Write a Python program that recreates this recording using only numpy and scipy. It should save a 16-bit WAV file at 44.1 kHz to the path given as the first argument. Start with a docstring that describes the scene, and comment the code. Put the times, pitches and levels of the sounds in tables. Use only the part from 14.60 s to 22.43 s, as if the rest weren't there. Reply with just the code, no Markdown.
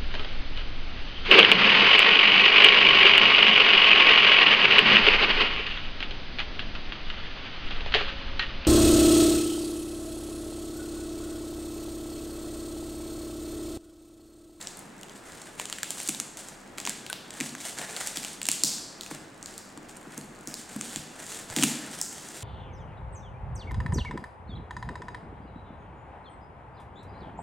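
"""Scissors work through the packing tape of a cardboard box, close to a phone in a small bare room.
Tape snaps and crackles are short pulses shaped by the ring of the patch that gives way.
Blade and finger strokes are showers of grains and noise; box and blades are struck modes; bumps are thuds.
One wall echo and a tail of fading noise bands answer the work, over room noise and a faint hum."""
import sys
import numpy as np
from scipy import signal
from scipy.fft import rfft, irfft, next_fast_len
from scipy.io import wavfile
from scipy.ndimage import uniform_filter1d

SR = 44100
rng = np.random.default_rng(int(sys.argv[2]) if len(sys.argv) > 2 else 0)


def dump_mix(stems):
    """Bounce the given channels to the path in sys.argv[1] as a 16-bit WAV at rate SR."""
    frames = np.atleast_2d(stems).T  # one column per channel
    limited = np.clip(frames, -1, 1)  # hard clip at full scale
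    pcm = np.round(limited * 32767).astype(np.int16)
    wavfile.write(sys.argv[1], SR, pcm)


N = 345303
TIME_S = np.arange(N) / SR


def undb(db):
    """Decibels to gain."""
    return 10 ** (np.asarray(db) / 20)


def unit(x):
    """Scale to rms 1."""
    return x / np.sqrt(np.mean(x ** 2))


def burst(x, seconds):
    """Scale to the energy that rms 1 has over the given time."""
    return x * np.sqrt(seconds * SR / np.sum(x ** 2))


def along(points, hz):
    """Read (frequency [Hz], value) points on a log-frequency axis."""
    f, value = np.transpose(points)
    return np.interp(np.log(hz + 1e-3), np.log(f), value)


def colour(x, points):
    """Filter by a spectrum of (frequency [Hz], level [dB]) points."""
    size = next_fast_len(len(x) + 2048)
    gain = undb(along(points, np.fft.rfftfreq(size, 1 / SR)))
    return irfft(rfft(x, size) * gain, size)[:len(x)]


def pulse(power):
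    """Minimum-phase pulse: the sharpest causal one with a given power spectrum."""
    cepstrum = irfft(np.log(power + 1e-18) / 2)
    half = len(cepstrum) // 2
    folded = np.r_[cepstrum[0], 2 * cepstrum[1:half], np.zeros(half)]
    return irfft(np.exp(rfft(folded)))


def walk(rate_hz):
    """Smooth random wander, rms 1."""
    k = max(int(SR / rate_hz), 1)
    steps = np.repeat(rng.standard_normal(N // k + 1), k)
    return unit(uniform_filter1d(steps, k)[:N])


def add(track, time_s, x):
    """Mix a sound in at a given time."""
    i = max(int(time_s * SR), 0)
    track[i:i + len(x)] += x[:max(N - i, 0)]


def grains(rate_hz, spread_db):
    """Tiny fractures at random moments, most weak and a few strong."""
    size = undb(spread_db * np.minimum(rng.exponential(size=N), 4))
    struck_now = rng.random(N) < rate_hz / SR
    return unit(struck_now * size * rng.choice([-1, 1], N))


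def spread(mid, other, side_db):
    """Two close microphone ports: diffuse sound differs a little between them."""
    side = colour(other, side_db)
    return np.array([mid + side, mid - side])


# room noise spectrum: (frequency [Hz], relative level [dB per Hz])
FLOOR_SPECTRUM = [(20, -13), (31, -1.5), (42, -17.5), (80, -5.5), (130, -2), (200, 1), (330, 1),
                  (480, -4.5), (720, -5.5), (1500, -9), (3000, -20), (5000, -26), (7700, -25), (10500, -39),
                  (16000, -36)]
# room noise width: (frequency [Hz], side minus mid [dB])
FLOOR_WIDTH = [(60, -17), (110, -11.5), (200, -13.5), (380, -8), (700, -4), (1290, -6.5), (2380, -4.5),
               (4400, -4), (8120, -20), (15000, -26)]
# hum tones: (frequency [Hz], mean level [dB])
HUM_TONES = [(31, -70), (149.5, -71), (199.2, -63), (249, -74.5)]


def background(floor_db=-49.5, hum_db=0, waver_db=0.47):
    """Near-steady filtered noise plus hum tones that waver in level and phase."""
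    mid, other = (unit(colour(rng.standard_normal(N), FLOOR_SPECTRUM)) for _ in range(2))
    hum = np.zeros(N)
    for hz, db in HUM_TONES:
        level = undb(db + hum_db + 2 * walk(3.0))
        hum += level * np.sqrt(2) * np.sin(2 * np.pi * hz * TIME_S + 0.83 * walk(5))
    return spread(mid, other, FLOOR_WIDTH) * undb(floor_db + waver_db * walk(13)) + hum


# blade or finger strokes: (start [s], length [s], relative level of crisp tape and fibre rasp [dB],
# relative level of dull card rub [dB])
STROKE_EVENTS = [(0.0, 0.044, -48, -50), (0.06, 0.14, -64, -65), (0.548, .03, -51, -58),
                 (0.646, 0.25, -51.5, -52.5), (0.973, 0.043, -44.5, -47.5), (1.076, 0.17, -52, -58),
                 (1.224, 0.12, -48, -57), (1.368, 0.13, -40.5, -52.5), (1.51, .1, -57, -63),
                 (1.769, 0.03, -41, -47), (1.847, 0.042, -50, -54), (2.172, 0.023, -43, -44),
                 (2.251, 0.048, -46, -47), (2.725, 0.057, -46, -48), (2.812, 0.052, -42, -50.5),
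                 (2.976, 0.095, -41.5, -50), (3.042, 0.04, -34, -42), (3.166, 0.07, -41, -40.5),
                 (3.27, 0.14, -43, -44.5), (3.379, 0.052, -37.5, -46.5), (3.457, 0.02, -36, -42.5),
                 (3.552, 0.03, -37.5, -44), (3.616, 0.11, -44.5, -56), (3.883, 0.071, -42, -54),
                 (4.056, 0.024, -36.5, -59), (4.1, 0.079, -50, -71), (4.418, 0.056, -53, -62),
                 (4.5, 0.016, -42, -45), (4.87, 0.11, -57.5, -60), (5.277, 0.025, -52, -65),
                 (5.498, 0.083, -58, -54.5), (5.562, 0.021, -55, -47.5), (5.865, 0.054, -52, -47.5),
                 (5.96, 0.032, -43, -55), (6.084, 0.15, -49.5, -52.5), (6.204, 0.18, -43.5, -51.5),
                 (6.496, .09, -51.5, -52), (6.582, 0.044, -43, -45), (6.65, 0.082, -43, -53),
                 (6.737, 0.057, -42.5, -48.5), (6.883, 0.11, -44.5, -45), (6.957, 0.15, -33.5, -41.5),
                 (7.092, 0.19, -50, -47), (7.305, 0.096, -42.5, -48.5), (7.5, 0.68, -46, -52)]


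def strokes(attack_s=0.0098, release_s=0.03, rest_rasp_db=-65, rest_rub_db=-58.5):
    """Rasp and rub strength: strokes bite, hold and let go; between them the hands rest and shift on the box."""
    rasp_power = np.full(N, undb(rest_rasp_db) ** 2)
    rub_power = np.full(N, undb(rest_rub_db) ** 2)
    t = np.arange(SR) / SR
    for start_s, length_s, rasp_db, rub_db in STROKE_EVENTS:
        shape = np.minimum(t / attack_s, 1) * np.exp(-np.maximum(t - length_s, 0) / release_s)
        add(rasp_power, start_s, (undb(rasp_db) * shape) ** 2)
        add(rub_power, start_s, (undb(rub_db) * shape) ** 2)
    return np.sqrt(rasp_power), np.sqrt(rub_power)


# crisp rasp of tape and fibres: (frequency [Hz], relative level [dB per Hz])
RASP_SPECTRUM = [(900, -35), (2000, -16.5), (3200, -2), (5200, -3), (7400, 2), (8700, 2), (10500, -7),
                 (13000, -13), (16000, -18)]
# dull rub of the card: (frequency [Hz], relative level [dB per Hz])
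RUB_SPECTRUM = [(70, -25), (130, -7), (230, -19), (400, -0.5), (750, 3), (1100, -7), (1700, 1.5),
                (2800, -9), (4500, -32), (9000, -53)]


def scraping(rasp, rub, rasp_db=-1.5, rub_db=-1.0, slip_db=2.5, fine=0.77):
    """Blade and fingers catch and slip: fibres break in showers over a finer hiss, and the card sounds below."""
    slip = unit(undb(slip_db * walk(90)))
    fibres = grains(rate_hz=2600, spread_db=3.5)
    crisp = unit(colour(fibres + fine * rng.standard_normal(N), RASP_SPECTRUM))
    coarse = grains(rate_hz=900, spread_db=2.0)
    dull = unit(colour(fibres + 0.61 * coarse, RUB_SPECTRUM))
    return slip * (crisp * rasp * undb(rasp_db) + dull * rub * undb(rub_db))


# body of a snap: (frequency [Hz], relative level [dB per Hz])
SNAP_SPECTRUM = [(100, -45), (700, -40), (2500, -56), (4400, -6.5), (5300, -9), (6300, -1), (7400, 6),
                 (8700, -1), (10500, -15.5), (13000, -74), (16000, -41)]
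# bright edge of a snap: (frequency [Hz], relative level [dB per Hz])
EDGE_SPECTRUM = [(5000, -30), (8500, 17), (10000, 13), (13000, 5.5), (16000, -6)]


def snap(hz, ring_db, edge_db, ring_q=3.2, under_db=-3, over_db=-6, stiff_hz=6700, card_hz=800,
         card_db=-10, ripple_db=3.0, crumble=0.083, crumble_s=0.0017, size=512):
    """A sharp break crumbles for milliseconds; the freed patch rings a few cycles in uneven modes."""
    f, t = np.fft.rfftfreq(size, 1 / SR) + 1, np.arange(size) / SR
    detune = np.exp(np.array([.04, .18, .1]) * rng.standard_normal(3))
    modes_hz = hz * np.array([1, .52, 1.5]) * detune
    patch = np.zeros(len(f))
    for mode_hz, db in zip(modes_hz, [0, under_db, over_db]):
        patch += undb(2 * db) / (1 + (ring_q * (f / mode_hz - mode_hz / f)) ** 2)
    # smaller, stiffer patches radiate less below their own ring
    radiated = 1 / (1 + (hz ** 2 / stiff_hz / f) ** 10) + .015
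    body, edge = (undb(2 * along(points, f)) for points in (SNAP_SPECTRUM, EDGE_SPECTRUM))
    power = np.zeros(len(f))
    for shape, db in [(body, 0), (patch, ring_db), (edge, edge_db)]:
        power += radiated * undb(2 * db) * shape / np.sum(shape * radiated)
    # tug on the card beneath
    card = 1 / (1 + (2 * (f / card_hz - card_hz / f)) ** 2)
    power = power + undb(2 * (ring_db + card_db)) * card / card.sum()
    # reflections off box and hands comb each snap differently
    ripple = ripple_db * unit(uniform_filter1d(rng.standard_normal(len(f)), size=7))
    force = (t == 0) + crumble * rng.standard_normal(size) * np.exp(-t / crumble_s)
    return burst(np.convolve(force, pulse(power * undb(2 * ripple))), power.sum() / 10 ** 3)


def crackle(rasp, rate_hz=55, base_db=-15, follow=0.64, spread_db=3.0, patch_hz=2500, ring_db=-5, edge_db=-8):
    """Strained tape gives way in many small snaps, stronger while the blades rasp."""
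    out = np.zeros(N)
    for when, size, pitch, ring, edge in rng.random((int(rate_hz * N / SR), 5)):
        rarity = -np.log(size + 0.014)
        db = base_db + follow * 20 * np.log10(rasp[int(when * N)]) + spread_db * rarity
        hz = patch_hz * 2 ** (2 * pitch - 1)
        small_snap = snap(hz, ring_db + 12 * (ring - .5), edge_db + 14 * (edge - .5))
        add(out, when * N / SR, undb(db) * small_snap)
    return out


# loud tape snaps: (time [s], relative level [dB], patch ring [Hz], relative ring level [dB],
# bright edge relative to body [dB])
SNAP_EVENTS = [(0.013, -33.5, 3700, 0, -22), (0.072, -26.5, 4200, -3, -25), (0.1717, -47, 2400, -15, 10),
               (0.192, -44, 2400, -15, 9), (0.4123, -42, 3000, -6, -1), (0.4325, -36, 2980, -0.5, -10),
               (0.496, -43, 3420, 3, -17), (0.9983, -24, 2280, 1, -22), (1.0555, -28, 2950, -1.5, -8),
               (1.0992, -28.5, 2370, -7, -7), (1.1267, -24.5, 2930, 1, -13), (1.1855, -34, 1770, 3.5, 0),
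               (1.232, -21.5, 2750, 1, -5), (1.3059, -22, 3720, -5.5, -3), (1.402, -25.5, 2240, -5, -6),
               (1.432, -37, 3720, -6, 8), (1.476, -23, 2870, -20, -8), (1.4885, -16.5, 3160, -13, -9),
               (1.4922, -23.5, 2530, 0.5, 3), (1.5475, -32, 3300, 3, -12), (1.6004, -17.5, 2400, -9.5, -9),
               (1.7718, -32, 2440, -7, -6), (1.8859, -34.5, 3790, -4, -5), (2.1834, -32, 2140, 6, -6),
               (2.2016, -29.5, 3850, -1, -16), (2.2522, -26, 3270, 1, -17), (2.265, -24.5, 4100, -4, -15),
               (2.274, -30, 2050, 10.5, -12), (2.2951, -20, 3010, -7.5, -7), (2.465, -39.5, 3330, 10, -12),
               (2.4999, -33, 1800, 2.5, 6), (2.5292, -37, 3100, 16, -14), (2.7065, -31.5, 3280, -4.5, -24),
               (2.8029, -25, 2190, 0, -4), (2.8092, -22, 2500, -0.5, -21), (2.9512, -31.5, 1580, 2, -12),
               (3.1867, -27.5, 3100, -3.5, -8), (3.365, -26, 4190, -2, -13), (3.473, -21, 2670, -15, -5),
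               (3.572, -27.5, 3400, 3.5, 2), (3.6485, -28.5, 3100, 3, -13), (3.8166, -30.5, 2830, 6, -9),
               (3.8304, -23.5, 3690, -8, -17), (3.8547, -26, 3260, 0, -4), (3.8674, -23, 3370, -12, -7),
               (3.8877, -12.5, 2700, -1, -5.5), (3.9156, -14.5, 4670, -9.5, -7.5),
               (4.0363, -10.5, 4800, 2, -19), (4.41, -34, 4260, 6.5, -13), (4.434, -37.5, 4050, 4, -19),
               (4.463, -38.5, 2620, 5, -7), (4.513, -41.5, 990, 11.5, 3), (4.8278, -31, 4950, -9, -33),
               (4.8597, -31.5, 4350, 0.5, -21), (4.9793, -33, 4850, 1.5, -23),
               (5.1755, -36.5, 1110, -2.5, -13), (5.3701, -38, 2380, -11, -4), (5.5781, -29, 3000, -19, -3),
               (5.8738, -30.5, 5600, 2.5, -16), (5.9414, -27.5, 4430, -1.5, -16), (6.163, -41, 1020, 8, 4),
               (6.2114, -22.5, 2500, -6, -18), (6.36, -23.5, 3200, 0, -16), (6.964, -21, 3400, 2.5, -4),
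               (6.9865, -33.5, 3100, 13.5, -12), (7.0261, -15.5, 2700, -4, -10),
               (7.035, -10.5, 2350, -6, -5), (7.0388, -16, 2780, 0.5, 1), (7.4143, -17, 5600, -4, -20)]


def snaps(snap_db=-0.57, ring_db=0, card_db=-11, card_db_per_octave=-7, usual_hz=3000,
          send_db=-4, send_db_per_octave=4.5):
    """Loud snaps; a smaller patch tugs the card less and throws more of its sound into the room."""
    near, sent = np.zeros(N), np.zeros(N)
    for time_s, db, hz, ring, edge in SNAP_EVENTS:
        octaves = np.log2(hz / usual_hz)
        tug_db = card_db + card_db_per_octave * max(octaves, 0)
        add(near, time_s, undb(db + snap_db) * snap(hz, ring + ring_db, edge, card_db=tug_db))
        # the room gathers all directions, evening out peaks and notches
        even = snap(hz, ring + ring_db, edge, ring_q=2.6, under_db=-12, card_db=-21, ripple_db=0, crumble=0)
        add(sent, time_s, undb(db + send_db + send_db_per_octave * octaves) * even)
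    return near, sent


# reverberation time: (frequency [Hz], t60 [s])
TAIL_T60 = [(150, 0.69), (400, 1), (1500, 0.74), (5000, 0.92), (8000, 0.69), (15000, 0.41)]
# tail colour: (frequency [Hz], relative level [dB])
TAIL_COLOUR = [(60, -14), (110, -14), (150, 4), (200, -2), (300, -0.5), (600, -5.5), (2000, -2.5),
               (3200, -2), (5000, -1), (8000, -4), (11000, -3), (15000, -5)]
# room sound width: (frequency [Hz], side minus mid [dB])
TAIL_WIDTH = [(50, -18), (160, -46), (300, -33), (700, -15), (1500, -15), (3000, -13.5), (6000, -24),
              (9000, -6), (14000, -74)]


def room(x, tail_db=0, echo_s=0.011, echo_db=-13, build_s=0.0089):
    """One near wall answers; a dense tail of noise bands builds up and fades, the extreme top soonest."""
    t = np.arange(int(1.2 * SR)) / SR
    hz = np.fft.rfftfreq(len(t), 1 / SR)
    centres_hz = np.geomspace(100, 16000, 9)
    noise, tail = rfft(rng.standard_normal((2, len(t)))), 0
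    for centre_hz, pick in zip(centres_hz, np.eye(len(centres_hz))):
        decay = np.exp(-np.log(1000) * t / along(TAIL_T60, centre_hz))
        fade = decay * (1 - np.exp(-(t / build_s) ** 2))
        band = np.interp(np.log(hz + 1), np.log(centres_hz), pick)
        band = band * undb(along(TAIL_COLOUR, hz) + tail_db)
        tail = tail + irfft(noise * band, len(t)) * burst(fade, 1 / SR)
    tail[0, int(echo_s * SR)] += undb(echo_db)
    mid, other = (signal.fftconvolve(x, response)[:N] for response in tail)
    return spread(mid, other, TAIL_WIDTH)


def struck(modes, t):
    """Decaying modes of alternating sign, a little different on every blow."""
    gains = undb(2 * rng.standard_normal(len(modes)))
    out = np.zeros(len(t))
    for k, (hz, db, t60_s) in enumerate(modes):
        decay = np.exp(-np.log(1000) * t / t60_s)
        out += (-1) ** k * gains[k] * undb(db) * np.sin(2 * np.pi * hz * t) * decay
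    return out


# knocks on the hollow box: (time [s], level [dB])
BOX_KNOCKS = [(1.488, -34.5), (2.281, -38), (2.802, -37), (2.81, -31.5), (3.187, -42), (3.571, -41.5),
              (3.888, -40.5), (4.037, -35.5), (4.513, -37), (5.175, -42.5), (5.467, -43), (5.579, -37.5),
              (5.876, -38.5), (6.161, -32), (6.211, -42), (6.363, -38), (6.967, -28), (6.988, -27),
              (7.024, -27.5), (7.035, -22.5)]
# box panels: (frequency [Hz], mean relative level [dB], t60 [s])
PANEL_MODES = [(150.4, -12, 0.38), (195, -4.5, 0.098), (225, 3, 0.059), (313, 0.5, 0.07), (483, -11, 0.042),
               (690, -19, 0.035)]


def box(thump_db=0, push_s=0.00026, buckle=0.027, buckle_s=0.01, low_hz=122):
    """A knock bends the card, which buckles briefly and rings the panels; the small box radiates little bass."""
    out, t = np.zeros(N), np.arange(SR // 4) / SR
    radiate = signal.butter(3, low_hz, "high", fs=SR, output="sos")
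    for time_s, db in BOX_KNOCKS:
        force = np.exp(-t / push_s) + buckle * rng.standard_normal(len(t)) * np.exp(-t / buckle_s)
        ringing = signal.fftconvolve(struck(PANEL_MODES, t), force)[:len(t)]
        knock = signal.sosfilt(radiate, ringing)
        add(out, time_s, undb(db + thump_db) * burst(knock, 0.015))
    return out


# blades knocking together: (time [s], level [dB])
BLADE_KNOCKS = [(2.4997, -35)]
# steel blades: (frequency [Hz], mean relative level [dB], t60 [s])
STEEL_MODES = [(1510, -4, 0.076), (1660, -2, 0.017), (4260, -14, 0.043)]


def blades():
    """The steel rings briefly, damped by the hand."""
    out, t = np.zeros(N), np.arange(SR // 5) / SR
    for time_s, db in BLADE_KNOCKS:
        add(out, time_s, undb(db) * burst(struck(STEEL_MODES, t), 0.0092))
    return out


# box rocking on the cloth-covered table: (time [s], level [dB])
TABLE_BUMPS = [(6.365, -45), (6.895, -46)]
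# dull thud: (frequency [Hz], relative level [dB per Hz])
THUD_SPECTRUM = [(30, -12), (55, -10), (100, -4), (150, -3), (260, -20), (600, -60)]


def bumps(swell_s=0.017):
    """The box settles on the table: low noise under a soft swell and decay."""
    force, t = np.zeros(N), np.arange(SR // 2) / SR
    for time_s, db in TABLE_BUMPS:
        add(force, time_s, undb(db) * t / swell_s * np.exp(1 - t / swell_s))
    return force * unit(colour(rng.standard_normal(N), THUD_SPECTRUM))


def scene(scrape_send_db=-2.0, box_send_db=-2, blade_send_db=-10, left_db=0.1, port_skew_samples=0.098):
    """Work close and almost straight ahead; the room answers all of it but the table bumps."""
    near, sent = snaps()
    rasp, rub = strokes()
    cutting = scraping(rasp, rub) + crackle(rasp)
    knocks, steel = box(), blades()
    sent = sent + undb(scrape_send_db) * cutting
    sent = sent + undb(box_send_db) * knocks + undb(blade_send_db) * steel
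    direct = near + cutting + knocks + steel + bumps()
    # left port leads the right by a few microseconds
    lead = port_skew_samples * np.gradient(direct)
    ports = np.array([direct + lead, direct - lead])
    return (ports + room(sent) + background()) * undb([[left_db], [-left_db]])


def record(dry, ceiling=.85, top_hz=16100):
    """The sharpest peaks are gently rounded, and the phone cuts the top."""
    rounded = ceiling * np.tanh(dry / ceiling)
    low_pass = signal.ellip(10, .2, 90, top_hz, fs=SR, output="sos")
    return signal.sosfilt(low_pass, rounded)


dry = scene()
out = record(dry)
dump_mix(out)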